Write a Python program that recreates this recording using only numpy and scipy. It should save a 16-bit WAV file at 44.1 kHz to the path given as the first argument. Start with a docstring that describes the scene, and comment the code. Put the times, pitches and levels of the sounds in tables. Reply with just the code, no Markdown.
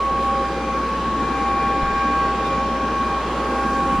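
"""A high, steady whine from a machine's cooling fans, over a rush of air and a low electrical hum.
Each fan sings at its blade rate. A hand-held microphone drifts through the room's standing waves,
so each tone swells and fades on its own. A hand or sleeve brushes the microphone twice, and between
the brushes the hand bumps it softly: one thud with two weaker knocks close behind."""
import sys
import numpy as np
from scipy import signal
from scipy.fft import rfft, irfft, next_fast_len
from scipy.io import wavfile
from scipy.ndimage import uniform_filter1d, map_coordinates

SR = 44100
rng = np.random.default_rng(int(sys.argv[2]) if len(sys.argv) > 2 else 0)


def inscribe(sig):
    """Save sig as 16-bit PCM at rate SR to the path in sys.argv[1].

    A 1-D sig is mono; a 2-D sig holds one channel per row.
    Samples are clipped to [-1, 1] before scaling.
    """
    pcm = np.round(np.clip(np.atleast_2d(sig).T, -1, 1) * 32767)
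    wavfile.write(sys.argv[1], SR, pcm.astype(np.int16))


N = 176400
TIME_S = np.arange(N) / SR


def amp(db):
    """Decibels to gain."""
    return 10 ** (np.asarray(db) / 20)


def unit_rms(x):
    """Scale to rms 1."""
    return x / np.sqrt(np.mean(x ** 2) + 1e-20)


def eq_gain(points, hz):
    """Gain of an EQ curve drawn through (freq_hz, gain_db) points on a log frequency axis."""
    freq_hz, gain_db = np.transpose(points)
    return amp(np.interp(np.log(hz + 1), np.log(freq_hz + 1), gain_db))


def envelopes(rows):
    """One breakpoint envelope for each column after the time."""
    time_s, *columns = np.transpose(rows)
    return [np.interp(TIME_S, time_s, column) for column in columns]


def wobble(rate_hz):
    """A smooth random modulator, with rate_hz new values a second."""
    return map_coordinates(rng.standard_normal(4096), [TIME_S * rate_hz], mode="wrap")


def filtered(x, response):
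    """Shape x with a gain that depends on frequency."""
    size = next_fast_len(N + SR // 2)
    return irfft(rfft(x, size) * response(np.fft.rfftfreq(size, 1 / SR)), size)[..., :N]


def drifting_phase(pitch_hz, drift_hz):
    """Phase of a pitch that wanders slightly."""
    return 2 * np.pi * (np.cumsum(pitch_hz + drift_hz * wobble(3.003)) / SR + rng.random())


def blade_tone(phase, level_db, flutter, side_db):
    """A tone with a share (flutter) shaken by turbulence; reflections make left and right differ."""
    shake = 1 + flutter * (wobble(45) + 1j * wobble(45))
    side = amp(side_db) * (wobble(2.27) + 1j * wobble(2.2)) / np.sqrt(2)
    stereo = np.array([1 + side, 1 - side])
    return np.sqrt(2) * amp(level_db) * np.real(shake * np.exp(1j * phase) * stereo)


# The whine's swells and fades: time_s, level_db
WHINE_LEVEL = [(0,-22),(.3,-21),(.46,-25.5),(.58,-35),(.61,-31),(.655,-33),(.685,-25.5),(.75,-23.7),(.98,-26),(1.1,-23.3),(1.35,-26.5),(1.49,-21.7),(1.9,-23),(2.21,-20.1),(2.38,-24.3),(2.54,-23),(2.89,-25.6),(2.97,-22.6),(3.17,-23.3),(3.28,-31),(3.38,-27.3),(3.47,-28),(3.66,-23.4),(3.92,-21.8),(4,-22.4)]
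# Its sway as the microphone drifts: time_s, left_minus_right_db
WHINE_PAN = [(0,-1),(.25,0),(.54,-2),(.63,4.2),(.75,.3),(1.02,0),(1.35,4.5),(1.5,1.1),(2.68,-.2),(2.82,1.9),(3.0,.5),(3.26,0),(3.38,-2.2),(4,-1.2)]

def whining_fan():
    """The loudest fan: one nearly pure tone that wavers slightly and sways between the channels."""
    level_db, = envelopes(WHINE_LEVEL)
    pan_db, = envelopes(WHINE_PAN)
    phase = drifting_phase(pitch_hz=1110.2, drift_hz=1.2)
    return blade_tone(phase, level_db, flutter=.085, side_db=-32) * amp([pan_db / 2, -pan_db / 2])


# Swells of the singing fan's first three harmonics, a table each: time_s, level_db
SINGER_FIRST = [(0,-44),(.1,-33),(.2,-35),(.28,-29.7),(.7,-32),(.86,-50),(.93,-49),(1.02,-42.5),(1.13,-43),(1.45,-28.8),(1.7,-28.3),(1.9,-31),(2.4,-30.7),(2.8,-36.5),(3.14,-34.5),(3.24,-43),(3.6,-31),(3.7,-33),(3.85,-29.5),(4,-32)]
SINGER_SECOND = [(0,-53),(.15,-42),(.3,-48),(.54,-39),(.7,-51),(.8,-45),(1.15,-48.5),(1.34,-38.5),(1.52,-41),(1.9,-34.5),(2.25,-34),(2.42,-39),(2.49,-50),(2.59,-42.5),(2.67,-46),(2.85,-38),(3.12,-39),(3.3,-46),(3.52,-35),(3.77,-35.5),(4,-48)]
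SINGER_THIRD = [(0,-62),(.25,-58),(.4,-48),(.74,-44),(.83,-56),(1.16,-58),(1.24,-39.5),(1.42,-43),(1.63,-36.8),(1.8,-42),(2.1,-39.7),(2.27,-48),(2.34,-60),(2.41,-43),(2.49,-39),(2.75,-48),(3.12,-43),(3.4,-58),(3.55,-49),(4,-46)]
# Its faint top end: harmonic_number, level_db
SINGER_TOP = [(4, -57), (5, -60), (6, -69)]

def singing_fan():
    """A fan of very steady pitch with a row of harmonics, each fading in its own standing wave."""
    phase = drifting_phase(pitch_hz=797.4, drift_hz=.3)
    flutter, lean_right = .14, amp([[-1.5], [1.5]])
    first = blade_tone(phase, *envelopes(SINGER_FIRST), flutter, side_db=-35)
    second = blade_tone(2 * phase, *envelopes(SINGER_SECOND), flutter, side_db=-15)
    third = blade_tone(3 * phase, *envelopes(SINGER_THIRD), flutter, side_db=-8) * lean_right
    top = sum(blade_tone(harmonic * phase, level_db + 2 * wobble(4.2), flutter, side_db=-7.5)
              for harmonic, level_db in SINGER_TOP)
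    return first + second + third + top


# The drone's swells and fades: time_s, level_db
DRONE_LEVEL = [(0, -35.5), (.5, -33), (.8, -38), (1.4, -41.5), (2.2, -42.5), (2.55, -31.5), (3.05, -45),
               (3.5, -38.5), (3.87, -33), (4, -44)]

def droning_fan():
    """A lower, rougher fan whose speed is less steady."""
    level_db, = envelopes(DRONE_LEVEL)
    phase = drifting_phase(pitch_hz=539.3, drift_hz=1.38)
    return blade_tone(phase, level_db, flutter=.5, side_db=-19)


# Pitches of the quiet tones, low to high: pitch_hz
QUIET_PITCHES = [616.3, 870.2, 1079]
# Their swells and fades: time_s, low_fan_db, middle_fan_db, whine_companion_db
QUIET_LEVELS = [(0,-47,-50,-51),(.45,-50,-46,-54),(.7,-53,-42,-43),(1.1,-52,-43,-39.5),(1.75,-45.5,-44,-43),(2.15,-43.5,-55,-48),(2.45,-43,-44,-50),(3,-42,-48,-39),(3.45,-48,-38.5,-36),(4,-57,-44,-41)]

def quiet_tones():
    """Two fans in the background, and a faint tone just below the whine that beats against it."""
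    return sum(blade_tone(drifting_phase(pitch_hz, drift_hz=.31), level_db, flutter=.18, side_db=-26.5)
               for pitch_hz, level_db in zip(QUIET_PITCHES, envelopes(QUIET_LEVELS)))


# Thin tones of the case: pitch_hz, level_db
CASE_TONES = [(648, -50), (2699, -64)]

def case_tones():
    """The machine's case sings two weak tones that gently come and go."""
    out = np.zeros((2, N))
    for pitch_hz, level_db in CASE_TONES:
        phase = drifting_phase(pitch_hz, drift_hz=.99)
        out += blade_tone(phase, level_db + 2 * wobble(1.5), flutter=.11, side_db=-29.5)
    return out


def electrical_hum():
    """A low, barely wavering sine, dead centre."""
    level_db = -34 + .4 * wobble(5.3)
    return np.sqrt(2) * amp(level_db) * np.sin(drifting_phase(pitch_hz=59.2, drift_hz=.098))


def eddies(depth_db):
    """Turbulence: two white noises with slow, shallow patches of gain across pitch and time."""
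    spectrogram = signal.stft(rng.standard_normal((2, N)), nperseg=1024)[2]
    patches = uniform_filter1d(rng.standard_normal(spectrogram.shape[1:]), size=9, axis=0)
    patches = uniform_filter1d(patches, size=24, axis=1)
    return signal.istft(spectrogram * amp(depth_db * unit_rms(patches)), nperseg=1024)[1][:, :N]


# Colour of the air, with the case's broad resonances in the low mids: freq_hz, gain_db
AIR_EQ = [(12,-18),(22,-12),(30,-11),(39,-11.5),(50,-16),(75,-9.5),(105,-11),(140,-7),(175,0.5),(200,-3),(229,2.5),(252,2),(280,0.5),(400,-2),(470,-1.5),(600,-11),(800,-8.5),(1000,-9),(1180,-8),(1450,-10.5),(1900,-15.5),(2600,-18.5),(3500,-23),(5000,-27.5),(7000,-33),(8500,-39.5),(12000,-41),(14500,-57)]
# Its stereo width: freq_hz, side_minus_mid_db
AIR_WIDTH = [(60,-48.5),(130,-49.5),(250,-35.5),(700,-16.5),(1400,-15),(2000,-12),(3000,-8),(5000,-4.5),(7000,0.5),(9000,2),(12000,13)]
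# Crossovers between its six bands: freq_hz
AIR_CROSSOVERS = [195, 380, 720, 1750, 7500]
# Fader rides on the bands: time_s, bass_db, body_db, low_mid_db, mid_db, treble_db, hiss_db
AIR_FADERS = [(0,-28,-26.5,-25,-29.5,-26.5,-24),(.6,-29,-27.5,-26,-29.5,-26.5,-25.5),(1.2,-25.5,-25.5,-27,-27,-25,-25),(1.8,-27,-26.5,-30,-27.5,-25.5,-25),(2.5,-26,-28,-25.5,-27,-25.5,-25.5),(3.15,-25,-24,-27,-27,-25,-24.5),(3.6,-27,-24,-23.5,-26,-26,-20.5),(4,-21.5,-25,-31.5,-25.5,-26,-20.5)]

def rushing_air():
    """Turbulent air, mono in the bass and wide on top; it grows as the microphone comes closer."""
    def mid_side_eq(hz):
        width = eq_gain(AIR_WIDTH, hz)
        return eq_gain(AIR_EQ, hz) * np.array([np.ones_like(hz), width]) / np.hypot(1, width)
    mid, side = unit_rms(filtered(eddies(depth_db=1.44), mid_side_eq)) / np.sqrt(2)
    rush = np.array([mid + side, mid - side])
    lowpassed = [filtered(rush, lambda hz: 1 / (1 + (hz / cut_hz) ** 8)) for cut_hz in AIR_CROSSOVERS]
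    *lower, treble, hiss = np.diff([0 * rush, *lowpassed, rush], axis=0)
    bands = *lower, treble * amp([[-.5], [.5]]), hiss  # the treble leans right
    return sum(band * amp(db + .31 * wobble(5.91)) for band, db in zip(bands, envelopes(AIR_FADERS)))


# Colours of the soft swish and of the housing's ring under a scrape: freq_hz, gain_db
SWISH_EQ = [(500, -17), (2000, -9), (4000, -0.5), (6000, -4), (12000, -13.5), (15000, -20.5)]
SCRAPE_EQ = [(1500, -40), (3000, -12), (3350, -1), (3750, 0), (4200, -12), (8000, -40)]
# Brush cues: peak_s, half_length_s, swish_db, scrape_db
BRUSH_CUES = [(0.245, 0.055, -48, -49), (2.47, 0.03, -51, -41.5)]

def sleeve_brushes():
    """Two light brushes of the hand or sleeve: a soft swish, and a scrape that rings the housing."""
    out = np.zeros((2, N))
    for layer, eq in enumerate([SWISH_EQ, SCRAPE_EQ]):
        rub = unit_rms(filtered(rng.standard_normal((2, N)), lambda hz: eq_gain(eq, hz)))
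        for peak_s, half_length_s, *levels_db in BRUSH_CUES:
            swell = np.exp(-((TIME_S - peak_s) / half_length_s) ** 2)
            out += amp(levels_db[layer]) * swell * rub
    return out


# Colour of the housing's rumble under a bump: freq_hz, gain_db
RUMBLE_EQ = [(20, -12), (45, -3), (100, -8), (165, 0), (260, -24), (600, -70), (1500, -120)]
# Bump cues: peak_s, level_db, half_length_s
BUMP_CUES = [(1.838, -20, 0.0098), (1.889, -26.5, 0.011), (1.943, -29.5, 0.011)]

def hand_bumps():
    """Each bump of the hand is one push with its rebound, in a short loose rumble of the housing."""
    rumble_vs_push_db, rumble_half_length_s = -10, .022
    rumble = unit_rms(filtered(rng.standard_normal(N), lambda hz: eq_gain(RUMBLE_EQ, hz)))
    out = np.zeros(N)
    for peak_s, level_db, half_length_s in BUMP_CUES:
        from_peak_s = TIME_S - peak_s
        falloff = (from_peak_s / half_length_s) ** 2
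        push = (1 - 2 * falloff) * np.exp(-falloff)
        rumble_swell = np.exp(-(from_peak_s / rumble_half_length_s) ** 2)
        out += amp(level_db) * (push + amp(rumble_vs_push_db) * rumble_swell * rumble)
    return out


def scene():
    """The machine's bed of fans, hum and air, with handling noise on top."""
    fans = whining_fan() + singing_fan() + droning_fan() + quiet_tones()
    bed = fans + case_tones() + electrical_hum() + rushing_air()
    return bed + hand_bumps() + sleeve_brushes()


def record(dry):
    """A quick fade at each end and a brick-wall cut of the highest treble."""
    fade_s, cutoff_hz = .004, 14600
    fade = np.clip(np.minimum(TIME_S, TIME_S[::-1]) / fade_s, 0, 1)
    return filtered(dry * fade, lambda hz: hz < cutoff_hz)


dry = scene()
out = record(dry)
inscribe(out)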